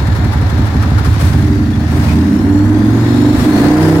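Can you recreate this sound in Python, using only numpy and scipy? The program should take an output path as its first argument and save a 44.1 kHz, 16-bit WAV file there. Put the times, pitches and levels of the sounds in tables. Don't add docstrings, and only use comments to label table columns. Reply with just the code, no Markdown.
import sys
import numpy as np
from scipy import signal
from scipy.fft import rfft, irfft
from scipy.io import wavfile
from scipy.ndimage import uniform_filter1d, minimum_filter1d

SR = 44100
rng = np.random.default_rng(int(sys.argv[2]) if len(sys.argv) > 2 else 0)


def dump_mix(stems):
    frames = np.atleast_2d(stems).T
    limited = np.clip(frames, -1, 1)
    pcm = np.round(limited * 32767).astype(np.int16)
    wavfile.write(sys.argv[1], SR, pcm)


N = 176400
TIME = np.arange(N) / SR
# (time [s], level [dB])
GAS_LEVEL = [(0.0, -25), (0.96, -25), (0.98, -24.5), (1.12, -28), (1.19, -26), (1.76, -30), (2.09, -23),
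             (2.21, -27.5), (3.39, -23), (3.78, -15.5), (3.83, -20.5), (4.0, -19)]


def exhaust(firings, speed, cycles):
    lead = int(SR / speed[0])
    running = np.concatenate([firings[:lead], firings])
    pulses = standing_waves(running)
    ringing = boom(running, pulses, cycles) + hollow(pulses, cycles) + bark(pulses, cycles)
    return ringing + growl(pulses, speed, cycles) + pipe_note(speed, cycles)


def boom(firings, pulses, cycles):
    # (pitch [Hz], level [dB], time to fade 60 dB [s])
    tones = [(57, -7, 0.41), (82.1, 1.5, 0.45), (99.3, -1, 0.33), (107.3, 2.5, 0.22)]
    # (time [s], level [dB])
    level = [(0, -14), (.7, -14), (1.1, -12), (1.35, -11.5), (1.7, -18), (2.1, -14), (2.25, -21.5),
             (2.85, -24), (3.1, -47), (3.32, -48), (3.39, -13), (3.46, -31), (3.75, -29), (4.0, -17)]
    thump = signal.sosfilt(signal.butter(2, [119.2, 256], "band", fs=SR, output="sos"), firings)[-N:]
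    thump = np.interp(TIME - .012, TIME, thump)
    ringing = exhaust_ring(pulses, tones, cycles, low_cut_hz=59.6)
    return (ringing + from_db(-12) * steady(thump, cycles)) * from_db(in_time(level) + 2.65)


def hollow(pulses, cycles):
    # (pitch [Hz], level [dB], time to fade 60 dB [s])
    tones = [(148.6, 3, 0.11), (168.5, -7, 0.28), (178, -9, 0.3)]
    # (time [s], level [dB])
    level = [(0, -32.5), (1.15, -31.5), (1.3, -18.5), (1.45, -20.5), (1.6, -30), (1.88, -23.5),
             (2.0, -18.5), (2.15, -22), (2.35, -32), (3.32, -49), (3.41, -15), (3.55, -30), (4.0, -29)]
    return exhaust_ring(pulses, tones, cycles, low_cut_hz=108.6) * from_db(in_time(level))


def bark(pulses, cycles):
    # (pitch [Hz], level [dB], time to fade 60 dB [s])
    tones = [(210.45, -2.5, 0.54), (236.2, -2, 0.42), (274.7, -4, 0.25), (297.3, -1, 0.33),
             (308, -1.5, 0.24), (386.8, -13.5, 0.41)]
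    # (time [s], level [dB])
    level = [(0, -28), (.5, -27), (.9, -24), (1.08, -26.5), (1.2, -28.5), (1.35, -18.5), (1.55, -14),
             (1.72, -17), (1.88, -20.5), (1.99, -17.5), (2.09, -20), (2.2, -12.5), (2.7, -15), (3.05, -18),
             (3.3, -24), (3.39, -20.5), (3.43, -9.5), (3.7, -15.5), (4.0, -19.5)]
    # (time [s], boost [dB])
    hard_firings = [(.255, 8.5), (.59, 7), (0.749, 6.5), (.85, 5)]
    boost_db = sum(db * np.exp(-.5 * ((TIME - s) / .023) ** 2) for s, db in hard_firings)
    return exhaust_ring(pulses, tones, cycles, low_cut_hz=199) * from_db(in_time(level) + 1.33 + boost_db)


def growl(pulses, speed, cycles):
    # (pitch [Hz], level [dB], time to fade 60 dB [s])
    tones = [(476, 2, 0.048), (544, -14.5, 0.1), (604, -6, 0.078), (718, -6, 0.062), (868, -9.5, 0.077),
             (1025, -10.5, 0.092)]
    level_db = in_time(GAS_LEVEL) - 1 + 8.5 * np.log2(speed / speed.max())
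    return exhaust_ring(pulses, tones, cycles, low_cut_hz=422) * from_db(level_db)


def pipe_note(speed, cycles):
    # (pitch [times engine speed], level [dB])
    overtones = [(2, 5), (3, -5), (4, -7.5), (5, 2.5), (7, -8), (9, -5), (10, 2), (11, -6), (12, -1),
                 (14, -3.5), (15, -1.5)]
    # (pitch [Hz], gain [dB])
    pipe = [(45, -40.5), (63, -17), (72, -14), (86, -4), (96, -1.5), (116, -1.5), (125, -11), (148, -10),
            (160, -3.5), (183, -10), (203, -8), (218, -12.5), (238, -4), (252, -12), (270, 0), (283, -5),
            (300, 4.5), (314, -1), (331, -8), (357, -9), (385, -13.5), (415, -21), (470, -16)]
    # (time [s], level [dB])
    level = [(0, -45), (1.9, -30), (2.2, -16.5), (2.5, -16), (2.8, -14), (3.05, -12.5), (3.25, -9.5),
             (3.345, -9), (3.37, -19), (3.4, -16), (3.42, -12), (3.6, -10), (3.7, -11), (3.85, -10.5),
             (4.0, -8.5)]
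    out = 0
    for multiple, db in overtones:
        gain = from_db(db + at_hz(pipe, multiple * speed) + drift(18))
        out += gain * np.sqrt(2) * np.sin(2 * np.pi * (multiple * cycles + rng.random()))
    return out * from_db(in_time(level))


def rasp(puffs):
    # (pitch [Hz], level [dB])
    colour = [(120, -0.5), (330, 3.5), (480, -5.5), (750, -1.5), (1000, -5), (1250, -7), (1800, -6.5),
              (2400, -20.5), (4000, -60), (16000, -67)]
    return from_db(in_time(GAS_LEVEL) + .63) * puffs * noise(colour)


def clatter():
    # (time [s], level [dB])
    level = [(0.0, -28.5), (0.01, -38), (1.15, -36.5), (1.21, -32.5), (1.5, -38.5), (1.8, -40), (2.1, -33),
             (2.16, -37.5), (2.53, -43), (3.66, -32), (3.68, -29), (4.0, -34)]
    # (pitch [Hz], level [dB])
    colour = [(900, -13), (2200, 2.5), (3000, -1), (3800, -1), (4400, -1.5), (5400, -4), (6500, -9),
              (8000, -15.5), (16000, -18)]
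    return from_db(in_time(level) - .7 + 1.71 * drift(95)) * noise(colour)


def valves(speed, cycles):
    # (place in the cycle [0..1], level [dB])
    valve_taps = [(.38, -26.5), (.85, -26), (.91, -29)]
    # (time [s], level [dB])
    ticks = [(.326, -38), (.822, -34), (0.979, -31), (1.045, -19), (1.199, -27), (3.393, -23)]
    # (pitch [Hz], level [dB])
    colour = [(300, 9), (800, 2), (1300, 12), (2500, -4), (5000, -4), (7500, -13.5), (9000, -10),
              (12000, -12), (16000, -22)]
    rise_s, fade_s = .0023, .013
    taps = sum(each_cycle(cycles, place, db, spread_db=0) for place, db in valve_taps)
    taps *= from_db(-8.5 * np.log2(speed / speed[0]))
    hits = taps + clicks(*np.transpose(ticks))
    return fade(fade(hits, fade_s), rise_s) / (rise_s * SR) * noise(colour)


def knocks():
    # (time [s], level [dB], pitch [Hz], width [octaves])
    hits = [(0.327, -26.5, 860, .2), (.822, -27, 1220, 0.34), (.972, -25.5, 1220, 0.34),
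            (1.047, -36, 1400, 0.34), (1.725, -42, 3420, 0.022), (1.785, -48, 3430, .02),
            (2.08, -34, 2470, 0.079)]
    out, rise_s = 0, .013
    for start, db, hz, octaves in hits:
        age = np.maximum(TIME - start, 0) / rise_s
        colour = [(hz * 2 ** (k * octaves), -6 * k * k) for k in range(-3, 4)]
        out += from_db(db) * age * np.exp(1 - age) * noise(colour)
    return out


def covers(puffs):
    # (pitch [Hz], level [dB], time to fade 60 dB [s])
    tones = [(3425, -1.5, 0.023), (3780, 3, 0.015), (4234, -0.5, 0.032), (4700, -14, 0.018),
             (7170, -6, 0.027)]
    # (time [s], level [dB])
    level = [(0, -43), (1.2, -46), (1.75, -51), (2.5, -52), (2.95, -47), (3.12, -37), (3.35, -40.5),
             (3.52, -37), (3.65, -38), (3.78, -48), (4.0, -44)]
    shaking = puffs * rng.standard_normal((2, N))
    return from_db(in_time(level)) * rms_one(ring(shaking, tones)) * pan(11)


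def intake():
    # (time [s], level [dB])
    level = [(0, -49.5), (1.04, -55), (1.09, -40.5), (1.18, -50), (1.21, -33.5), (1.33, -40), (1.55, -50),
             (1.87, -54), (1.92, -41), (2.11, -39), (2.22, -46.5), (2.65, -46.5), (3.0, -44.5),
             (3.34, -40.5), (3.39, -36), (3.45, -36.5), (4.0, -35.5)]
    # (pitch [Hz], level [dB])
    colour = [(1000, 12), (3000, -1), (6500, -5), (7900, -4.5), (8800, -2.5), (10500, -6), (13000, -6),
              (16000, -10)]
    return from_db(in_time(level) + 9 + 1.5 * drift(120)) * noise(colour)


def gears(speed, cycles):
    # (pitch [times engine speed], level [dB])
    whines = [(146, 2), (160, 5), (219, 0), (292, -1), (365, -3), (438, -7), (511, -8), (584, -7)]
    # (pitch [Hz], gain [dB])
    case = [(1500, 6), (3100, -9.5), (3450, -4), (3800, -6), (4300, 1.5), (4650, 1), (5000, 2), (5350, 3.5),
            (5650, -2), (6000, 1), (6300, -2), (6700, 3), (7000, -6), (7230, 5), (7450, -4), (8200, -25)]
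    level_db = -45.5 + 2 * np.log2(speed / speed.mean())
    out = np.zeros((2, N))
    for multiple, db in whines:
        gain = from_db(level_db + db + at_hz(case, multiple * speed))
        for side in out:
            side += gain * drift(60) * np.sin(2 * np.pi * (multiple * cycles + rng.random()))
    return out * pan(7.2)


def standing_waves(x):
    # (pitch [Hz], width [Hz])
    waves = [(96, 61), (112, 20.7), (225, 51.6), (290, 22.7)]
    for hz, width_hz in waves:
        r = np.exp(-np.pi * width_hz / SR)
        feedback = [1, -2 * r * np.cos(2 * np.pi * hz / SR), r * r]
        x = signal.lfilter(feedback[::-1], feedback, x + 1e-18)
    return x


def garage(x, fade_s=.34):
    tail = rng.standard_normal((2, SR // 2)) * from_db(-60 * TIME[:SR // 2] / fade_s)
    tail /= np.sqrt(np.sum(tail ** 2, axis=1, keepdims=True))
    return x + from_db(-15.5) * signal.fftconvolve(x[None], tail, axes=1)[:, :N]


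def noise(colour):
    # (pitch [Hz], likeness [-1..1])
    likeness = [(250, 0.84), (500, 0.72), (1000, 0.3), (2000, -0.1), (12000, 0)]
    # (pitch [Hz], left minus right [dB])
    balance = [(300, 0), (500, -0.5), (1000, 2), (2000, 8), (4000, 3.5), (8000, 6.5), (12000, 0.5)]
    hz = np.arange(N // 2 + 1) * SR / N
    mid, side = rfft(rng.standard_normal((2, N))) * from_db(at_hz(colour, hz))
    alike = at_hz(likeness, hz)
    ears = np.sqrt(1 + alike) * mid + np.sqrt(1 - alike) * side * [[1], [-1]]
    x = irfft(ears * pan(at_hz(balance, hz)), N)
    return x / x.mean(axis=0).std()


def exhaust_ring(pulses, tones, cycles, low_cut_hz):
    low_cut = signal.butter(4, low_cut_hz, "high", fs=SR, output="sos")
    return steady(signal.sosfilt(low_cut, ring(pulses, tones))[-N:], cycles)


def ring(x, tones):
    out = 0
    for k, (hz, db, fade_s) in enumerate(tones):
        r, w = from_db(-60 / (fade_s * SR)), 2 * np.pi * hz / SR
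        tone = signal.lfilter([0, np.sin(w)], [1, -2 * r * np.cos(w), r * r], x + 1e-18)
        out += (-1) ** k * from_db(db) * tone
    return out


def each_cycle(cycles, place, db, spread_db):
    due = np.arange(int(cycles[-1]) + 1) + place
    timing, strength = rng.standard_normal((len(due), 2)).T
    times = np.interp(due + .0068 * timing, cycles, TIME, right=2 * N / SR)
    return clicks(times, db + spread_db * strength)


def steady(x, cycles):
    energy = np.cumsum(x ** 2)
    over_cycle = lambda v: np.interp(cycles + .5, cycles, v) - np.interp(cycles - .5, cycles, v)
    return x / np.sqrt(over_cycle(energy) / over_cycle(np.arange(N)) + 1e-12)


def clicks(times, db):
    out, inside = np.zeros(N), (times >= 0) & (times < TIME[-1])
    out[(times[inside] * SR).astype(int)] = from_db(db)[inside]
    return out


def fade(x, seconds):
    return signal.lfilter([1], [1, -np.exp(-1 / (seconds * SR))], x + 1e-18)


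def drift(rate_hz):
    hz = np.arange(N // 2 + 1) * SR / N
    return rms_one(irfft(rfft(rng.standard_normal(N)) / (1 + (hz / rate_hz) ** 2), N))


def from_db(db):
    return 10 ** (np.asarray(db) / 20)


def rms_one(x):
    return x / np.sqrt(np.mean(x ** 2) + 1e-20)


def in_time(rows):
    return np.interp(TIME, *np.transpose(rows))


def at_hz(rows, hz):
    pitches, values = np.transpose(rows)
    return np.interp(np.log(hz + 1e-9), np.log(pitches), values)


def pan(db):
    return from_db(np.array([[.5], [-.5]]) * db)


def scene():
    # (time [s], speed [four-stroke cycles per second])
    engine_speed = [(0.0, 5.861), (0.35, 5.874), (0.7, 6.168), (1.1, 6.35), (1.25, 7.367), (1.47, 12.82),
                    (1.62, 12.561), (1.9, 11.353), (2.05, 15.112), (2.2, 17.2), (2.36, 18.4), (2.49, 19.4),
                    (2.72, 20.5), (2.856, 21.9), (3.014, 23.1), (3.33, 24.95), (3.41, 24.55),
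                    (3.55, 27.174), (3.66, 29.4), (3.82, 31.5), (4.0, 32.75)]
    speed = in_time(engine_speed)
    cycles = np.cumsum(speed) / SR - .004025 * speed[0]
    firings = each_cycle(cycles, place=0, db=0, spread_db=3)
    firings += each_cycle(cycles, place=.41, db=1, spread_db=3)
    puffs = steady(1 + .23 * fade(firings, seconds=.0053), cycles)
    tailpipe = pan(-1.5) * garage(exhaust(firings, speed, cycles)) + rasp(puffs)
    metal = clatter() + valves(speed, cycles) + knocks() + covers(puffs)
    return tailpipe + metal + intake() + gears(speed, cycles)


def record(dry):
    recovery_db_per_s, top_hz = 129, 15900
    over_db = 20 * np.log10(np.maximum(np.abs(dry).max(axis=0), 1))
    recovery = recovery_db_per_s * TIME
    gain_db = recovery - np.maximum.accumulate(over_db + recovery)
    gain_db = uniform_filter1d(minimum_filter1d(gain_db, size=129), size=129)
    limited = np.clip(dry * from_db(gain_db), -1, 1)
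    return signal.sosfiltfilt(signal.ellip(10, .05, 70, top_hz, fs=SR, output="sos"), limited)


dry = scene()
out = record(dry)
dump_mix(out)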